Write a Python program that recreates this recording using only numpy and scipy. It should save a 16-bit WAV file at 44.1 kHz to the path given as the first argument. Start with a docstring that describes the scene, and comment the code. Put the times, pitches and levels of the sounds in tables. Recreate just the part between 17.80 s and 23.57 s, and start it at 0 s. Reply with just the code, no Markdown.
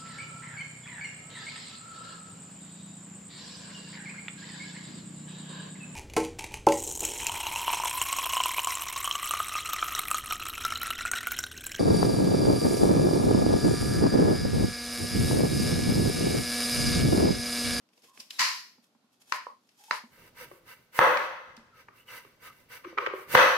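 """A raw pumpkin is cut on a wooden board in a ringing kitchen, first with a slim knife, then with a broad one.
The blade hisses, rubs and fizzes through the flesh in short strokes: dense random clicks, coloured and swelled.
Chops, rind snaps, flesh cracks, bumping pieces and a toppling slice are crunchy pushes that ring resonances
and then the room. Squeaks are gliding narrow bands of noise; shaped noise makes the rumble of the working
hands and the quiet of the room."""
import sys
import numpy as np
from scipy import signal
from scipy.fft import rfft, irfft, next_fast_len
from scipy.io import wavfile

SR = 44100
rng = np.random.default_rng(int(sys.argv[2]) if len(sys.argv) > 2 else 0)


def unload_audio(sound):
    """Save the sound as a 16-bit wav file, at the path given as the first command line argument."""
    columns = np.transpose(np.atleast_2d(sound))
    # keep every value between -1 and 1, then stretch to whole-number steps
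    steps = np.round(np.clip(columns, -1, 1) * 32767)
    wavfile.write(sys.argv[1], SR, steps.astype(np.int16))


N = 254438

# How a broad-knife movement begins and ends: attack [s], release [s], lingering level [dB], its 60 dB fade time [s]
BROAD_MOTION = (0.07, 0.0249, -8.5, 0.59)
LEFT_RIGHT_HALVES = np.array([[.5], [-.5]])  # shares a left-right difference in dB between the channels


def gain_of(db):
    """Decibels to amplitude."""
    return 10 ** (np.asarray(db) / 20)


def unit(x):
    """Scales a sound to an energy of one per channel, averaged over the channels."""
    return x / np.sqrt(np.sum(x ** 2) / len(x) + 1e-20)


def read(points, hz):
    """Reads a spectrum on a log-frequency axis."""
    f, value = np.transpose(points)
    return np.interp(np.log(hz + 1), np.log(f + 1), value)


def add(mix, s, sound):
    """Mixes a sound in at time s, cutting it off at the end of the mix."""
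    part = mix[:, round(s * SR):][:, :sound.shape[1]]
    part += sound[:, :part.shape[1]]


def diffuse(x):
    """Makes two unrelated noises alike in the bass, as a room does at two close microphones."""
    # Likeness of left and right: f/Hz, correlation [0 to 1]
    likeness = [(100, .93), (350, .87), (600, .55), (1100, .25), (2200, .05), (15000, 0)]
    a, b = rfft(x)
    hz = np.fft.rfftfreq(x.shape[1], 1 / SR)
    turn = np.arccos(np.clip(read(likeness, hz), -1, 1)) / 2
    left = a * np.cos(turn) + b * np.sin(turn)
    right = a * np.cos(turn) - b * np.sin(turn)
    return irfft([left, right], x.shape[1])


def coloured(x, spectrum, side=((1000, 0),)):
    """Gives a stereo noise a spectrum and a left-right balance, at rms one."""
    hz = np.fft.rfftfreq(N, 1 / SR)
    db = read(spectrum, hz) + LEFT_RIGHT_HALVES * read(side, hz)
    return unit(irfft(rfft(diffuse(x)) * gain_of(db), N)) * np.sqrt(N)


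def strokes(rows, motion):
    """Gain of hand movements (s, length s, dB, swell dB): each gathers speed, swells, stops and lingers."""
    attack_s, release_s, linger_db, linger_s = motion
    out = np.zeros((1, N))
    for s, length, db, swell_db in rows:
        t = np.arange(0, length + linger_s, 1 / SR)
        after = np.maximum(t - length, 0)
        attack = np.sin(np.pi / 2 * np.minimum(t / attack_s, 1)) ** 2
        hold = gain_of(db + swell_db * (np.minimum(t / length, 1) - .5))
        linger = gain_of(linger_db - 60 * after / linger_s)
        release = np.maximum(np.exp(-after / release_s), linger)
        add(out, s, (attack * hold * release)[None])
    return out


def uneven(depth_db, per_s):
    """A gain that wanders at random, with per_s new targets a second."""
    steps = rng.standard_normal(4096)
    return gain_of(depth_db * np.interp(np.arange(N) / SR * per_s, np.arange(len(steps)), steps))


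def catching():
    """The blade catches in the fibres, so its speed, and with it the level, is uneven."""
    return uneven(depth_db=0.5, per_s=74)


def tearing(per_s, spread_db, wash):
    """Cell walls burst under the edge: random clicks of uneven size over their own wash in the room."""
    sizes = gain_of(spread_db * np.minimum(rng.exponential(1, N), 4)) * rng.standard_normal((2, N))
    clicks = sizes * (rng.random(N) < per_s / SR)
    return unit(clicks) + wash * unit(rng.standard_normal((2, N)))


def nearby(x, echo_db, count=8):
    """Board, hands and pumpkin throw back early echoes that comb the treble, differently at each microphone."""
    taps = np.zeros((2, SR // 200))
    delays = rng.integers(SR // 2000, SR // 200, (2, count))  # 0.5 to 5 ms
    np.put_along_axis(taps, delays, rng.choice([-1., 1.], (2, count)), 1)
    echoes = signal.sosfilt(signal.butter(2, 1500, "high", fs=SR, output="sos"), unit(taps))
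    return x + gain_of(echo_db) * signal.oaconvolve(x, echoes, axes=1)[:, :N]


def ring(modes, treble_db, bass_db, pitch=1, size=8192):
    """Causal response of damped resonances; a harder contact lifts the treble, a heavier one the bass."""
    hz = abs(np.fft.fftfreq(size, 1 / SR))
    power = sum((gain_of(db) / (1 + ((hz - f * pitch) / (width / 2)) ** 2)) ** 2 for f, width, db in modes)
    treble_shelf = treble_db * hz ** 2 / (hz ** 2 + 2800 ** 2)
    bass_shelf = bass_db / (1 + (hz / 850) ** 6)
    radiated = (hz / np.hypot(hz, 0.5 * modes[0][0])) ** 2  # little is radiated below the lowest resonance
    log_gain = np.log(np.sqrt(power) * gain_of(treble_shelf + bass_shelf) * radiated + 1e-5)
    minimum_phase = np.exp(np.conj(signal.hilbert(log_gain)))
    return np.fft.ifft(minimum_phase).real[None, :size // 2]


def kitchen(fade_s, build_s, bend, wall_db):
    """A wall echo in a diffuse tail with standing waves: it builds up, then fades by band; bend > 1 speeds it up."""
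    # Standing waves of the kitchen: f/Hz, level/dB
    standing = [(341, -20.5), (511, -27), (600, -20.5), (879, -26.5), (977, -35), (1025, -27),
                (1073, -26.5), (1104, -24.5), (1233, -30.5), (1593, -28), (1720, -31), (1943, -25.5),
                (2015, -28.5), (2547, -27.5)]
    # How each band fades: f/Hz, factor on the fade time
    band_fade = [(100, 0.24), (500, 0.83), (1200, 0.94), (2200, 0.99), (5000, 1.08), (9000, 0.97),
                 (15000, 1.3)]
    t = np.arange(next_fast_len(round(fade_s * SR))) / SR
    waves = np.zeros((2, len(t)))
    for f, db in standing:
        phase = 2 * np.pi * (f * t + rng.random()) + rng.normal(0, 0.68, (2, 1))
        waves += gain_of(db) * np.cos(phase)
    noise = diffuse(rng.standard_normal((2, len(t))))
    hz, age, z = signal.stft(noise + waves, SR, nperseg=256)
    fall_db = -60 * (age / (fade_s * read(band_fade, hz)[:, None])) ** bend
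    tail = signal.istft(z * gain_of(fall_db), SR, nperseg=256)[1][:, :len(t)]
    tail = unit(tail * (1 - np.exp(-t / build_s)))
    tail[:, round(.0228 * SR)] += gain_of(wall_db)
    return signal.sosfilt(signal.butter(2, 90, "high", fs=SR, output="sos"), tail)


def blows(rows, modes, build_s, bend, wall_db, room_treble_db, room_side_db):
    """Each blow is one sharp push inside a crunch of breaking cells; it rings the struck thing and then the room."""
    out, lead = np.zeros((2, N)), SR // 50
    t = np.arange(-lead, 3 * lead) / SR
    for s, db, treble_db, bass_db, crunch_s, room_db, fade_s, pitch in rows:
        cells = rng.standard_normal((2, len(t))) * np.exp(-np.maximum(t, -1.8 * t) / crunch_s)
        push = np.array([t == 0, np.roll(t == 0, 2)])  # the left microphone is a little nearer
        force = push + crunch_s / 0.0013 * unit(diffuse(cells))  # the longer the crunch, the less of a single click
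        direct = signal.fftconvolve(force, ring(modes, treble_db, bass_db, pitch), axes=1)
        room_ring = ring(modes, treble_db + room_treble_db, bass_db, pitch)
        tail = signal.fftconvolve(kitchen(fade_s, build_s, bend, wall_db), room_ring, axes=1)
        add(out, s - lead / SR, gain_of(db) * unit(direct))
        add(out, s, gain_of(db + room_db + room_side_db * LEFT_RIGHT_HALVES) * unit(tail))
    return out


def small_blows(rows, room_db, fade_s):
    """Small blows of one kind share their pitch and the level and fade time of the tail."""
    return [(*row, room_db, fade_s, 1) for row in rows]


def handling():
    """The board rumbles unevenly under the hands, over the quiet of the room: two shaped noises."""
    # Colour of the quiet room: f/Hz, relative level per Hz/dB
    still_colour = [(41, -46.5), (70, -18), (241, 3), (330, -4.5), (1450, -10), (1590, -15), (4460, -14),
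                    (10000, -25), (11700, -21.5), (15000, -37)]
    # Colour of the rumbling board: f/Hz, relative level per Hz/dB
    rumble_colour = [(25, -6), (60, -6), (125, 5), (200, -4.5), (330, -5), (520, -3), (750, -13),
                     (1200, -17.5), (2500, -18), (6000, -22.5), (15000, -49)]
    # The hands hold the pumpkin down for the broad knife: t/s, length/s, rumble level/dB
    holding = (2.27, 4, -67.5)
    # They lean in to start a cut or to force it through: t/s, length/s, rumble level/dB
    leans = [(2.339, 0.34, -62.5), (3.19, 0.24, -64.5), (5.442, 0.12, -51.5)]
    still = gain_of(-72) * coloured(rng.standard_normal((2, N)), still_colour)
    held = strokes([(*holding, 0)], BROAD_MOTION)
    leaning = strokes([(*lean, 0) for lean in leans], BROAD_MOTION)
    rumble = coloured(rng.standard_normal((2, N)), rumble_colour, [(100, -2), (400, 0)])
    return still + rumble * np.hypot(held, leaning) * uneven(depth_db=3.5, per_s=45)


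def rind_snaps():
    """The rind snaps: small crunches ring its broad, heavily damped resonances."""
    # Snaps: t/s, energy/dB, treble/dB, bass/dB, crunch length/s
    snaps = [(.09, -44.5, -4, 3, .003), (.135, -41, -9, 4.5, .005), (.178, -36, -1.5, 20.5, 0.0076),
             (.222, -39.5, 3.5, 3.5, .003), (.241, -30.5, -7.5, 14.5, 0.015),
             (.376, -25.5, -23.5, 4, 0.0021), (.404, -16, 13, 6.5, 0.0072), (.508, -14, 3, -10.5, 0.0048),
             (1.892, -37, 1.5, 1, 0.0045), (3.768, -27.5, -5, 2, 0.0032), (5.541, -4.5, -39, 18, .006)]
    # Resonances of the rind: f/Hz, width/Hz, level/dB
    rind = [(397, 800, -11.5), (1050, 240, -5.5), (2690, 1500, 0), (3700, 900, -6.5), (5120, 1700, 0.5),
            (8200, 4900, -10), (12500, 5000, -17)]
    return blows(small_blows(snaps, room_db=-5.5, fade_s=0.59), rind,
                 build_s=0.0089, bend=0.67, wall_db=-21.0, room_treble_db=0.5, room_side_db=2.5)


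def slim_slicing():
    """The slim blade hisses through the flesh as cell walls burst, close to board and hands."""
    # Strokes: t/s, length/s, hiss level/dB, swell over the stroke/dB
    pushes = [(.11, 0.085, -73, 7.5), (.215, 0.073, -61.5, -3), (.325, 0.081, -60.5, 4), (.5, 0.11, -55, 0),
              (1.015, 0.026, -69, 2.5), (1.31, .022, -68.5, 0), (1.392, 0.032, -61.5, -1.5),
              (1.455, 0.098, -57.5, 18), (1.805, 0.17, -77.5, 10), (1.965, 0.152, -59, 8.5),
              (2.12, 0.05, -47.5, -6)]
    # How a stroke begins and ends: attack [s], release [s], lingering level [dB], its 60 dB fade time [s]
    motion = (0.03, 0.03, -11, 0.58)
    # Colour of the hiss: f/Hz, relative level per Hz/dB
    hiss_colour = [(100, -22.5), (600, -3), (1000, -2), (1500, -5.5), (2800, -1.5), (5000, -1.5),
                   (7500, -4), (12000, -5), (15500, -16)]
    hiss = coloured(nearby(tearing(per_s=2500, spread_db=4.5, wash=0.78), echo_db=2.5), hiss_colour)
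    return catching() * hiss * strokes(pushes, motion)


def squeaks():
    """Wet rind sticks and slips on the steel: uneven slips excite one narrow resonance that glides."""
    # Squeaks: t/s, length/s, level/dB, first f/Hz, last f/Hz
    glides = [(0.253, 0.14, -68, 1063, 1010), (0.396, 0.017, -49.5, 6000, 3700),
              (0.505, 0.0074, -39.5, 4810, 2370), (0.514, 0.083, -58, 4200, 3700),
              (1.978, 0.084, -66.5, 830, 844), (2.08, 0.028, -56.5, 860, 867),
              (2.6, 0.052, -52.5, 525, 510), (3.911, 0.12, -64.5, 1330, 1270),
              (4.166, 0.08, -66.5, 2670, 2880), (4.268, 0.051, -55.5, 3040, 2718),
              (4.61, 0.13, -57, 1260, 1214), (5.048, 0.035, -43.5, 360, 344), (5.082, 0.078, -54, 350, 322),
              (5.193, 0.061, -44, 477, 510)]
    out = np.zeros((2, N))
    for s, length, db, first_hz, last_hz in glides:
        size = round(length * SR)
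        r = np.exp(-np.pi * .09 * first_hz / SR)  # a pole width of 0.09 of the first pitch
        slips = diffuse(rng.standard_normal((2, SR // 4))) + 1j * diffuse(rng.standard_normal((2, SR // 4)))
        waver = signal.lfilter([1], np.poly([r, r]), slips)[:, -size:]
        carrier = np.exp(2j * np.pi * np.cumsum(np.geomspace(first_hz, last_hz, size)) / SR)
        tone = (waver * carrier).real
        add(out, s, gain_of(db) * np.sqrt(size) * unit(tone * signal.windows.tukey(size, .5)))
    return out


def piece_bumps():
    """Loose pieces bump on the board: soft blows ring a low, dull body."""
    # Bumps: t/s, energy/dB, treble/dB
    bumps = [(.392, -32.5, -10.5), (0.599, -25, 0), (0.984, -33.5, -16), (1.151, -35, -4),
             (1.242, -38.5, 0.5), (2.238, -22.5, -7), (3.777, -23, 16)]
    # Resonances of a loose piece: f/Hz, width/Hz, level/dB
    piece = [(232.4, 42, 6.5), (430.5, 250, -19), (990, 700, -16.5), (3440, 4000, -35.5)]
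    rows = [(*bump, 0, 0.0041) for bump in bumps]  # level bass, 4.1 ms of crunch
    return blows(small_blows(rows, room_db=-9, fade_s=0.59), piece,
                 build_s=.01, bend=1.7, wall_db=-19, room_treble_db=-2.5, room_side_db=-1.5)


def slim_chops():
    """The slim blade's edge knocks on the board, and blade and board ring together."""
    # Chops: t/s, energy/dB, treble/dB, bass/dB, crunch length/s, tail level/dB,
    # fade time of the tail/s, factor on the resonances
    chops = [(.595, 3, 15.5, -10, 0.0054, 9, 0.45, 1.01), (1.5235, 3.5, -5, -5, 0.0016, -3.5, 0.32, 1.011),
             (2.111, 4, -4.5, -3, 0.0016, -3, 0.27, 0.98)]
    # Resonances of slim blade on board: f/Hz, width/Hz, level/dB
    slim_on_board = [(236, 24, -16.5), (500, 86, -11.5), (620, 300, -14), (790, 130, -24), (994, 167, 6),
                     (1317, 550, -2.5), (1810, 290, -0.5), (2190, 660, -4), (2830, 620, -9.5),
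                     (4200, 830, -13.5), (4680, 1700, -9.5), (5600, 4100, -19.5), (10940, 3000, -30)]
    return blows(chops, slim_on_board,
                 build_s=0.003, bend=1.244, wall_db=-18.0, room_treble_db=-1.0, room_side_db=1.0)


def toppling_slice():
    """A cut slice topples flat onto the board: a short slap rings its two resonances."""
    # Topples: t/s, energy/dB, treble/dB, bass/dB, crunch length/s
    topples = [(1.668, -11, -9, 1, 0.001)]
    # Resonances of the slice: f/Hz, width/Hz, level/dB
    slice_modes = [(533, 195, -15.5), (1050, 200, 1)]
    return blows(small_blows(topples, room_db=-3, fade_s=0.22), slice_modes,
                 build_s=0.019, bend=1.0, wall_db=-20, room_treble_db=-7, room_side_db=0.5)


def broad_slicing():
    """The broad blade rubs on the slice, which resonates, and its wet face fizzes."""
    # Strokes of the broad blade, some hard, some light:
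    # t/s, length/s, rub level/dB, fizz level/dB, swell over the stroke/dB
    cuts = [(2.281, 0.2, -60.5, -63.5, 4), (2.539, 0.1, -47, -51, 2), (2.69, .085, -71, -66.5, -6),
            (2.84, 0.087, -50.5, -55, 2), (3.111, 0.081, -41.5, -44, 9), (3.915, 0.096, -59.5, -68.5, 7.5),
            (4.113, 0.0914, -64, -65.5, 5.5), (4.25, 0.13, -47, -52.5, 5.5), (4.586, .088, -50, -55, 6),
            (4.735, 0.1, -69, -69, -9), (4.877, .095, -44.5, -50.5, -5.5), (5.04, 0.061, -53, -69.5, -3),
            (5.16, 0.11, -52, -64, -1), (5.315, 0.12, -56.5, -57.5, -1.5),
            (5.464, 0.085, -38.5, -40.5, 16.5)]
    # The wet blade is drawn out past the slice after a cut: t/s, length/s, fizz level at first/dB
    draws = [(3.19, 0.279, -43), (5.558, 0.14, -42)]
    # Resonances of the rubbed slice: f/Hz, width/Hz, level/dB
    rub_modes = [(510, 82, 5.5), (630, 180, -12.5), (995, 180, 0.5), (1200, 320, -5.5), (1440, 790, 0),
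                 (1920, 400, -6.5), (2290, 560, -0.5), (2760, 610, -7), (3650, 1300, -12.5),
                 (4580, 760, -13), (5670, 780, -10)]
    # Colour of the fizz: f/Hz, relative level per Hz/dB
    fizz_colour = [(2000, -18), (6000, -19.5), (7000, -7.5), (9800, -7.5), (12500, -6.5), (15000, -5.5),
                   (16000, -7.5)]
    # Balance of rub and fizz: f/Hz, left minus right/dB
    side = [(200, 3), (700, -0.5), (1300, 2.5), (2400, -3), (4400, 7), (8100, -12), (15000, -17.5)]
    slowing = -71  # dB per s, as a draw slows down
    slips = nearby(tearing(per_s=2000, spread_db=2, wash=1.2), echo_db=3.0)
    grain = signal.oaconvolve(slips, ring(rub_modes, 0, 0), axes=1)[:, :N]
    rub = coloured(grain, [(1000, 0)], side)
    fizz = coloured(nearby(tearing(per_s=2600, spread_db=-0.5, wash=0.84), echo_db=8), fizz_colour, side)
    rubbing = strokes([(s, length, db, swell) for s, length, db, _, swell in cuts], BROAD_MOTION)
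    fizzing = strokes([(s, length, db, swell) for s, length, _, db, swell in cuts], BROAD_MOTION)
    # A stroke's level holds at its middle, so half the slowing is added to the first level
    draw_rows = [(s, length, db + slowing * length / 2, slowing * length) for s, length, db in draws]
    drawing = strokes(draw_rows, BROAD_MOTION)
    return catching() * rub * rubbing + fizz * (fizzing + drawing)


def flesh_cracks():
    """The flesh cracks ahead of the blade: crunching blows ring its mid-range resonances."""
    # Cracks: t/s, energy/dB, treble/dB, bass/dB, crunch length/s
    cracks = [(2.418, -35, 14.5, 8, 0.0098), (2.715, -19.5, -14, 12, .003), (3.373, -2, 21, -6, 0.0032),
              (4.086, -22, -18, -5, 0.0031), (4.45, -26.5, 14, 7, .004), (5.048, -13.5, 2, -2.5, 0.0076),
              (5.129, -23, -3, 21, 0.0024), (5.178, -2.5, -9, -2.5, 0.0036),
              (5.1845, 3.5, -7.5, -6.5, 0.004), (5.264, -1, -7, -11, 0.0032), (5.271, -2, -7, 2.5, .002),
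              (5.337, -4.5, -18, 5.5, 0.0025)]
    # Resonances of the flesh: f/Hz, width/Hz, level/dB
    flesh = [(392, 75, 4.5), (513, 114, -1), (1189, 360, 1.5), (1540, 340, -6.5), (1894, 197, -6),
             (2250, 340, -5), (2880, 910, -16), (4160, 2740, -27), (11200, 8500, -68)]
    return blows(small_blows(cracks, room_db=-4.5, fade_s=.47), flesh,
                 build_s=0.0164, bend=1.2, wall_db=-16.0, room_treble_db=2.5, room_side_db=1.5)


def broad_chops():
    """The broad blade's edge knocks on the board, and blade and board ring together."""
    # Chops: t/s, energy/dB, treble/dB, bass/dB, crunch length/s, tail level/dB,
    # fade time of the tail/s, factor on the resonances
    chops = [(3.191, 11.85, -11, -1.1, 0.0015, 7.56, 0.87, 1.006),
             (5.5522, 16.28, 1, -1.1, 0.0037, 5.76, .87, 1.001)]
    # Resonances of broad blade on board: f/Hz, width/Hz, level/dB
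    broad_on_board = [(120, 81, -13), (220, 390, -20.5), (374, 37, -20.5), (522, 91, 3.5), (570, 22, -0.5),
                      (723, 110, -6.5), (924, 100, -0.5), (1040, 530, -0.5), (1276, 180, -3.5),
                      (1530, 850, -1), (2033, 120, -2), (2580, 110, -7), (3030, 1600, -14.5),
                      (4300, 990, -22.5), (5880, 630, -21), (9700, 12000, -39), (14500, 5500, -47)]
    return blows(chops, broad_on_board,
                 build_s=0.023, bend=1.0, wall_db=-17.5, room_treble_db=1.5, room_side_db=1.4)


def scene():
    """Slim and broad knife work with its blows and squeaks, over the handled board and the quiet room."""
    slim_knife = slim_slicing() + slim_chops()
    broad_knife = broad_slicing() + broad_chops()
    pumpkin = rind_snaps() + piece_bumps() + toppling_slice() + flesh_cracks()
    return slim_knife + broad_knife + pumpkin + squeaks() + handling()


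def record(dry):
    """The hardest knocks are rounded off towards 0.92 of full scale; then the band ends near 15.8 kHz."""
    rounded = dry / (1 + (dry / .92) ** 6) ** (1 / 6)
    lowpass = signal.firwin(255, 15800, window=("kaiser", 8), fs=SR)
    return signal.oaconvolve(rounded, lowpass[None], "same", axes=1)


dry = scene()
out = record(dry)
unload_audio(out)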